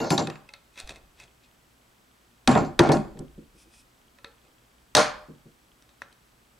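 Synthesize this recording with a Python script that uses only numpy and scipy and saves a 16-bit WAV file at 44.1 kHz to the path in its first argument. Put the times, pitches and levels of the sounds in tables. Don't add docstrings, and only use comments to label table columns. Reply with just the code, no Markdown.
import sys
import numpy as np
from scipy import signal
from scipy.fft import rfft, irfft
from scipy.io import wavfile
from scipy.ndimage import uniform_filter1d

SR = 44100
rng = np.random.default_rng(int(sys.argv[2]) if len(sys.argv) > 2 else 0)


def to_wav(s):
    ch = np.atleast_2d(s).T
    pcm = np.round(np.clip(ch, -1, 1) * 32767)
    wavfile.write(sys.argv[1], SR, pcm.astype(np.int16))


def decibels_to_gain(level_db):
    exponent = np.asarray(level_db, float) / 20
    return 10 ** exponent


N = 290619

# t/s, crack/dB, knock/dB, boom/dB, brightness/(dB per octave)
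BLOWS = [(0.0014, -27.5, -26.5, -24, -5), (0.0424, -31.5, -27.5, -30.5, -1), (0.1035, -10, -21, -14.5, 3.5),
         (0.1773, -13, -21.5, -21.5, 1), (0.2189, -44, -61, -28.5, -1), (0.2703, -21, -36.5, -29, -3.5),
         (0.299, -24, -73, -65, -4), (0.3557, -35, -74, -74, -11.5), (2.4745, -1.5, -13.5, -9, -1.5),
         (2.513, -18, -28.5, -21, -1), (2.5506, -22, -14.5, -13, -3), (2.575, -23, -51.5, -39, 2.5),
         (2.6043, -33, -28.5, -17, 2.5), (2.647, -38.5, -52, -32.5, -2), (2.7911, -0.5, -10.5, -7.5, -2.5),
         (2.8162, -26.5, -15.5, -20.5, 11), (2.8346, -18, -30.5, -23, 0.6), (2.8894, -22, -15, -14, -0.5),
         (2.9177, -16, -22, -33, 9), (2.9432, -38.5, -31.5, -19.5, -9.5), (2.969, -28, -40, -33, -6),
         (3.0474, -61, -72, -37.5, 3), (3.1708, -45.5, -55, -39, -12), (3.1896, -42.5, -52, -33, 20),
         (4.95, 4, -13, -25, 2), (4.9674, 3, -14, -24, 0)]
# f/Hz, side less mid/dB
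BLOW_SIDE = [(60, -15), (110, -19), (200, -24.5), (380, -8), (700, -12), (1290, -4.5), (2380, -12.5),
             (4400, -12.5), (8120, -11), (15000, -22)]
# f/Hz, level/dB, t60/s
BENCH = [(125, -15, 0.04), (157.5, 0.5, .09), (210, -3, 0.1), (247, 1, 0.077), (276, -1.5, 0.083),
         (338.5, 2, 0.092), (382, -3.5, 0.051)]
# f/Hz, level/dB, t60/s (shortened for rubs)
FRAME = [(459, -1, 0.071), (544.5, -4, 0.11), (612, -0.5, 0.12), (682, -6, 0.13), (736.4, 5, 0.03),
         (787, 5, 0.05), (850, -4, 0.065), (924, 2.5, 0.033), (1048, -2, 0.044), (1126, -14, 0.0071),
         (1286, -2, 0.011), (1397, -13, 0.14), (1694, -10, 0.028), (2143, -12, 0.039)]
# f/Hz, level/dB, t60/s (shortened for the rattle)
HOUSING = [(1890, 1.5, 0.0073), (2550, -5, 0.021), (3520, 1.5, 0.0031), (3810, 4.5, 0.0084),
           (4280, 1.65, 0.006), (4850, -1, 0.0047), (5880, 3, 0.0038), (7040, -10, 0.0031),
           (7900, -3.5, 0.0048), (8100, -7, 0.0043), (9230, -10, 0.0077), (13000, -23.5, .004)]
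# f/Hz, level/dB, t60/s
SHELL = [(2100, -7, .05), (2250, -11, .04), (2549, -5, .06), (2606, -9, .05), (2700, -12, .04)]


def rms_one(x):
    return x / np.sqrt(np.mean(x ** 2) + 1e-30)


def at_hz(points, hz):
    table_hz, values = np.array(points)[:, 0], np.array(points)[:, 1]
    return np.interp(np.log(hz), np.log(table_hz), values)


def filtered(x, order, hz, kind="low"):
    return signal.sosfilt(signal.butter(order, hz, kind, fs=SR, output="sos"), x)


def shaped(x, points):
    hz = np.maximum(np.arange(N // 2 + 1) * SR / N, 1)
    return irfft(rfft(x) * decibels_to_gain(at_hz(points, hz)), N)


def ring(force, hz, t60):
    r, w = decibels_to_gain(-60 / (t60 * SR)), 2 * np.pi * hz / SR
    return signal.lfilter([0, np.sin(w)], [1, -2 * r * np.cos(w), r * r], force + 1e-18)


def clicks(seconds, gains):
    out = np.zeros(N)
    np.add.at(out, (np.clip(seconds, 0, 6.5) * SR).astype(int), gains)
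    return out


def swell(x, rise_s, fall_s):
    a, b = np.exp(-1 / (max(rise_s, 1e-5) * SR)), np.exp(-1 / (max(fall_s, 1e-5) * SR))
    risen = signal.lfilter([1 - a], [1, -a], x + 1e-30)
    return signal.lfilter([1 - b], [1, -b], risen)


def gestures(table, column, rise_db_per_s, fall_db_per_s):
    rows, t = np.array(table)[:, :, None], np.arange(N) / SR
    early = np.maximum(rows[:, 0] - t, 0)
    late = np.maximum(t - rows[:, 0] - np.abs(rows[:, 1]), 0)
    below_db = np.minimum(rise_db_per_s * early + fall_db_per_s * late, 200)
    return decibels_to_gain(rows[:, column] - below_db).sum(0)


def bands(low_hz):
    edges = low_hz * 2 ** np.arange(0, np.log2(17000 / low_hz), .5)
    return [(np.sqrt(a * b), signal.butter(2, [a, b], "band", fs=SR, output="sos"))
            for a, b in zip(edges, edges[1:])]


def strike(table, column, modes, rise_s, hold_s, fall_s, spread_db, trim_db, bright=None):
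    rows, out, hold = np.array(table), 0, max(int(hold_s * SR), 1)
    luck = rng.normal(0, 1, (len(rows), len(modes)))
    chatter = rng.standard_normal((2, 2, N))
    for k, (hz, level_db, t60) in enumerate(modes):
        tilt_db = rows[:, bright] * np.log2(hz / 4000) if bright else 0
        event_db = rows[:, column] + level_db + tilt_db + trim_db + spread_db * luck[:, k]
        power = clicks(rows[:, 0], decibels_to_gain(event_db) ** 2)
        power = np.abs(uniform_filter1d(power, hold, origin=(hold - 1) // 2, mode="constant"))
        force = np.sqrt(swell(power, rise_s, fall_s)) * chatter[k % 2]
        mid, side = ring(force, hz, t60)
        out = out + mid + decibels_to_gain(at_hz(BLOW_SIDE, hz)) * side * [[1], [-1]]
    return out


def chime(start_s, level_db, modes, rise_s, lasts_s, tilt_db):
    t = np.arange(SR // 2) / SR
    shape = (1 - np.exp(-t / rise_s)) * np.exp(-np.maximum(t - lasts_s, 0) / 0.026)
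    tone = 0
    for hz, db, t60 in modes:
        mode_db = level_db + db + tilt_db * np.log2(hz / 7000) - 60 * t / t60
        tone = tone + decibels_to_gain(mode_db) * np.sin(2 * np.pi * (hz * t + rng.random()))
    out, at = np.zeros(N + len(t)), int(max(start_s, 0) * SR)
    out[at:at + len(t)] = shape * tone
    return out[:N]


def workshop():
    # f/Hz, level/dB
    air_points = [(15, -39), (25, -13.5), (64, -0.5), (87, -18.5), (108, -3.5), (145, -7.5), (242, -5),
                  (451, -11.5), (503, -12), (1370, -14), (1700, -16.5), (2610, -18), (16000, -27)]
    # f/Hz, side less mid/dB
    air_side = [(60, -25), (110, -17), (200, -8), (380, -4), (700, -1), (1290, 1), (2380, -2), (4400, -6),
                (8120, -8.5), (15000, -10)]
    # f/Hz, rms level/dB
    hum_lines = [(59.8, -74), (120, -75.5), (7900, -82)]
    # t/s, hold/s, level/dB
    shakes = [(0.0, .25, -66), (0.84, .04, -53), (2.478, .1, -45), (2.796, .14, -46), (3.2, .03, -57),
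              (4.955, .03, -56)]
    t = np.arange(N) / SR
    mid = shaped(rng.standard_normal(N), air_points)
    side = shaped(shaped(rng.standard_normal(N), air_points), air_side)
    air = decibels_to_gain(-63) * (mid + side * [[1], [-1]]) / np.std(mid)
    hum = 0
    for hz, db in hum_lines:
        drift = 0.05 * np.cumsum(rng.standard_normal(N)) * np.sqrt(hz / 60 / SR)
        hum = hum + np.sqrt(2) * decibels_to_gain(db) * np.sin(2 * np.pi * (hz * t + drift))
    when = np.arange(.012, 6.5, 1 / 29.97)
    tick_gains = decibels_to_gain(-58.5 + 3.7 * rng.standard_normal(len(when)))
    tick = ring(clicks(when, tick_gains), hz=3200, t60=0.0073)
    sway = decibels_to_gain(-76) + gestures(shakes, 2, rise_db_per_s=901, fall_db_per_s=45)
    rumble = rms_one(filtered(rng.standard_normal(N), 2, [22, 60], "band"))
    rows = np.array(shakes)
    jerk = swell(clicks(rows[:, 0], decibels_to_gain(rows[:, 2] + 29.5)), .002, 0.0059)
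    return air + hum + tick + ring(jerk, 60, .045) + sway * rumble


def stroke():
    # t/s, hold/s, level/dB
    stroke_times = [(3.594, .036, -60), (3.742, 0.067, -59.5)]
    # f/Hz, level/dB
    skin = [(1180, -45), (2000, -26), (2510, 7.5), (2770, -8), (3340, -2), (4300, -8), (5100, 1.5),
            (7010, -5.5), (9780, -1), (14000, -26)]
    force = gestures(stroke_times, 2, rise_db_per_s=330, fall_db_per_s=520)
    shell = sum(decibels_to_gain(db - 46) * ring(force * rng.standard_normal(N), hz, t60) for hz, db, t60 in SHELL[2:])
    return force * rms_one(shaped(rng.standard_normal(N), skin)) + shell


def rubs():
    # t/s, hold/s, level/dB, body level/dB
    slides = [(0.792, 0.0054, -42, -85), (0.896, 0.011, -45, -44), (0.96, 0.0065, -56.5, -79),
              (1.202, 0.035, -53.5, -57.5), (1.442, .005, -61, -75), (4.442, 0.042, -70, -64)]
    # f/Hz, level/dB
    slide_hiss = [(880, -37), (1500, -5), (2230, -9), (2600, 4), (3120, -12), (3370, -2), (5400, -10.5),
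                  (8250, -12.5), (15000, -33.5)]
    present = rng.random(N) < 6000 / SR
    grains = rms_one(rng.standard_normal(N) * decibels_to_gain(2.5 * rng.exponential(1, N)) * present)
    bright = gestures(slides, column=2, rise_db_per_s=501, fall_db_per_s=469)
    dull = gestures(slides, column=3, rise_db_per_s=501, fall_db_per_s=170)
    hiss = rms_one(shaped(grains, slide_hiss))
    shell = sum(decibels_to_gain(db - 29) * ring(bright * grains, hz, t60) for hz, db, t60 in SHELL)
    frame = sum(decibels_to_gain(db - 31) * ring(dull * grains, hz, 0.083 * t60) for hz, db, t60 in FRAME)
    return bright * hiss + shell + frame


def taps():
    # t/s, tick/dB, bell ring/dB, shell ring/dB, brightness/(dB per octave)
    touches = [(0.4895, -37, -53, -43, -4), (0.5367, -30, -50, -42, 0.5), (0.757, -46, -56, -57, 0.2),
               (0.7753, -33.5, -50, -40, 1), (0.8001, -27.5, -54, -43, 10), (0.8739, -33, -70, -63, 5),
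               (0.8924, -27, -48, -60, 0.5), (0.9586, -39, -61, -50, 2), (1.1993, -39, -57, -44, 9),
               (3.7365, -45, -71.5, -69, -3), (4.1858, -45, -54, -74.5, -5),
               (4.2445, -28.5, -44, -44, -8.5), (5.8226, -46.5, -64, -72.5, 7),
               (5.8909, -43.5, -66, -63, 0.6), (6.0187, -28, -47, -56, -7), (6.126, -46.5, -82, -78, 9)]
    # f/Hz, level/dB, t60/s
    end_bell = [(554, 0, 0.137), (1003, 10, 0.04), (1335, -2, 0.27)]
    tick = strike(touches, 1, HOUSING, .0001, .001, .0008, spread_db=2.5, trim_db=-11, bright=4)
    after = strike(touches, 1, HOUSING, .001, .004, .014, spread_db=2.5, trim_db=-17, bright=4)
    knock = strike(touches, 2, FRAME[::2], 0.0014, 0.019, 0.02, spread_db=9, trim_db=-16)
    rings = 0
    for s, _, bell_db, shell_db, _ in touches:
        rings = rings + chime(s, bell_db - 4, end_bell, rise_s=0.0054, lasts_s=0.126, tilt_db=0)
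        rings = rings + chime(s, shell_db + 3, SHELL, rise_s=0.00061, lasts_s=.035, tilt_db=0)
    return filtered(tick, 2, 11000) + filtered(after + knock, 2, 5000) + rings


def spanners():
    # t/s, long spanner/dB, short spanner/dB, brightness/(dB per octave), undamped for/s
    jolts = [(0.0, -44.5, -51, -7, 0.047), (0.104, -40, -33, -1.5, 0.043), (0.177, -57, -39, -10, 0.077),
             (0.299, -67, -60, -13, 0.085), (2.49, -57.5, -38, -12, 0.11), (2.56, -56, -45, -7.5, 0.034),
             (2.612, -57.5, -60, -4.5, 0.023), (2.652, -63.5, -54.5, -4.5, 0.02),
             (2.809, -59, -61.5, 0.5, .08), (2.918, -62, -46, -15, 0.05), (3.008, -77, -65, -5, 0.42)]
    # f/Hz, level/dB, t60/s
    long_spanner = [(2783, -4, .35), (7060, -1, .6), (8800, -15, .3), (11600, -19, .3), (12560, -5, .4)]
    # f/Hz, level/dB, t60/s
    short_spanner = [(7330, 0, .5), (10470, -11, .35), (10510, -13, .35), (14015, -24, .35),
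                     (15600, -28, .06)]
    out = 0
    for s, long_db, short_db, tilt, lasts in jolts:
        out = out + chime(s, long_db, long_spanner, 0.00067, lasts, tilt)
        out = out + chime(s, short_db, short_spanner, .006, lasts, tilt)
    return out


def rattle():
    # t of nearest blow/s, hold/s, knocks/dB, fall/(dB per s), ringing/dB
    chatters = [(0.0014, .095, -49, 391, -48), (0.1036, .004, -44, 356, -30),
                (0.1773, .004, -29.5, 451, -45), (2.4736, .02, -47.5, 170.5, -51),
                (2.575, .003, -48.5, 284, -55.5), (2.647, .003, -57, 483, -58),
                (2.7912, .014, -35, 215, -50), (2.9191, .003, -37, 502.5, -37.5),
                (4.95, .015, -21.5, 219.5, -38.5)]
    # f/Hz, level/dB, t60/s
    loose_parts = [(4500, 0.5, .04), (4840, -9, .04), (5300, -2.5, 0.06), (6160, -1.5, 0.045),
                   (5990, -3, 0.023)]
    present = rng.random(N) < 2500 / SR
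    grains = rng.standard_normal(N) * decibels_to_gain(2 * np.minimum(rng.exponential(1, N), 3)) * present
    housing = sum(decibels_to_gain(db) * ring(grains, hz, 0.6 * t60) for hz, db, t60 in HOUSING[4:7])
    housing = filtered(housing, 2, [3500, 7000], "band")
    parts = sum(decibels_to_gain(db) * ring(grains, hz, t60) for hz, db, t60 in loose_parts)
    rows, blow_s = np.array(chatters), np.array(BLOWS)[:, 0]
    nearest = np.abs(rows[:, :1] - blow_s).argmin(axis=1)
    rows[:, 0] = blow_s[nearest] + .003
    knocks, ringing = (gestures(rows, column, 8000, rows[:, 3:4]) for column in (2, 4))
    return knocks * rms_one(housing) + ringing * rms_one(parts)


def rocking():
    # t/s, level/dB
    rocks = [(3.15, -42), (3.221, -45), (3.374, -37.5), (3.539, -55), (3.652, -55.5), (5.283, -37),
             (5.452, -45)]
    knock = strike(rocks, 1, BENCH + FRAME[:2], 0.00067, 0.0035, 0.014, spread_db=1.5, trim_db=-3)
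    return filtered(knock, 2, [110, 450], "band")


def clang():
    # f/Hz, level/dB
    clang_points = [(530, -33), (900, -0.5), (1260, -10.5), (1570, -9), (1950, -13), (3640, -18.5),
                    (6640, -22), (8870, -26), (16000, -50)]
    # f/Hz, t60/s
    clang_t60 = [(1000, 0.43), (2000, 0.39), (4000, 0.27), (8000, 0.25), (15000, .2)]
    rows, out, white = np.array(BLOWS), 0, rng.standard_normal((2, 2, N))
    for k, (hz, sos) in enumerate(bands(low_hz=908)):
        tilt_db = np.clip(rows[:, 4], -8, 8) * np.log2(hz / 3000)
        hits = clicks(rows[:, 0], decibels_to_gain(27 + 1.3 * rows[:, 1] + tilt_db) ** 2)
        fall_s = at_hz(clang_t60, hz) / (2 * np.log(1000))
        mid, side = signal.sosfilt(sos, white[k % 2])
        wide = mid + decibels_to_gain(at_hz(BLOW_SIDE, hz)) * side * [[1], [-1]]
        out = out + decibels_to_gain(at_hz(clang_points, hz)) * np.sqrt(swell(hits, 0.0066, fall_s)) * wide
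    return filtered(out, 3, 11000)


def blows():
    crack = strike(BLOWS, 1, HOUSING, .0001, .002, .0012, spread_db=1.5, trim_db=-11, bright=4)
    knock = strike(BLOWS, 2, FRAME, 0.0018, .03, 0.0072, spread_db=2.2, trim_db=-2.96)
    first_touch = strike(BLOWS, 2, FRAME, 0.00018, 0.0088, 0.0017, spread_db=2.2, trim_db=-7.5)
    boom = strike(BLOWS, 3, BENCH, .002, 0.016, .012, spread_db=3.5, trim_db=-3)
    rows = np.array(BLOWS)
    shove = swell(clicks(rows[:, 0] + 0.004, decibels_to_gain(rows[:, 3] + 8)), 0.00073, 0.0025)
    push = filtered(ring(shove, 155, .1), 3, 95, "high")
    body = filtered(knock + first_touch + boom, 3, [118, 3000], "band")
    return filtered(crack, 3, 10500) + body + push


def room(x):
    # f/Hz, t60/s
    room_t60 = [(100, 0.37), (400, 0.43), (1500, 0.46), (5000, 0.42), (14000, 0.21)]
    t, white, tail = np.arange(SR) / SR, rng.standard_normal((2, SR)), 0
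    for hz, sos in bands(low_hz=60.3):
        tail = tail + signal.sosfilt(sos, white) * decibels_to_gain(-60 * t / at_hz(room_t60, hz))
    tail = tail * (1 - np.exp(-t / 0.018))
    tail = tail / np.sqrt(np.sum(tail ** 2, 1, keepdims=True))
    return signal.fftconvolve(x[None], tail, axes=1)[:, :N]


def scene():
    background = workshop()
    bench = stroke() + rubs() + taps() + spanners() + rattle() + rocking() + blows()
    steel = clang()
    sent = (bench + decibels_to_gain(-4) * steel).mean(0)
    echoes = room(filtered(sent, 1, 2500))
    mid, side = echoes.mean(0), (echoes[0] - echoes[1]) / 2
    reverb = decibels_to_gain(-12) * mid + decibels_to_gain(-17) * side * [[1], [-1]]
    return bench * decibels_to_gain([[.2], [-.2]]) + steel + reverb + background


def low_pass(x):
    return signal.sosfilt(signal.butter(12, 16570, fs=SR, output="sos"), x)


def record(dry):
    t = np.arange(N) / SR
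    level_db = 20 * np.log10(np.abs(dry).max(0) + 1e-9)
    release_db_per_s, ceiling_db = 150, -4.5
    held_db = np.maximum.accumulate(level_db + release_db_per_s * t) - release_db_per_s * t
    gain = decibels_to_gain(-swell(np.maximum(held_db - ceiling_db, 0), 0.00049, 0.0013))
    rounded = 0.91 * np.tanh(dry * gain / 0.93)
    mix = filtered(rounded, 12, 15600)
    return low_pass(mix)


dry = scene()
out = record(dry)
to_wav(out)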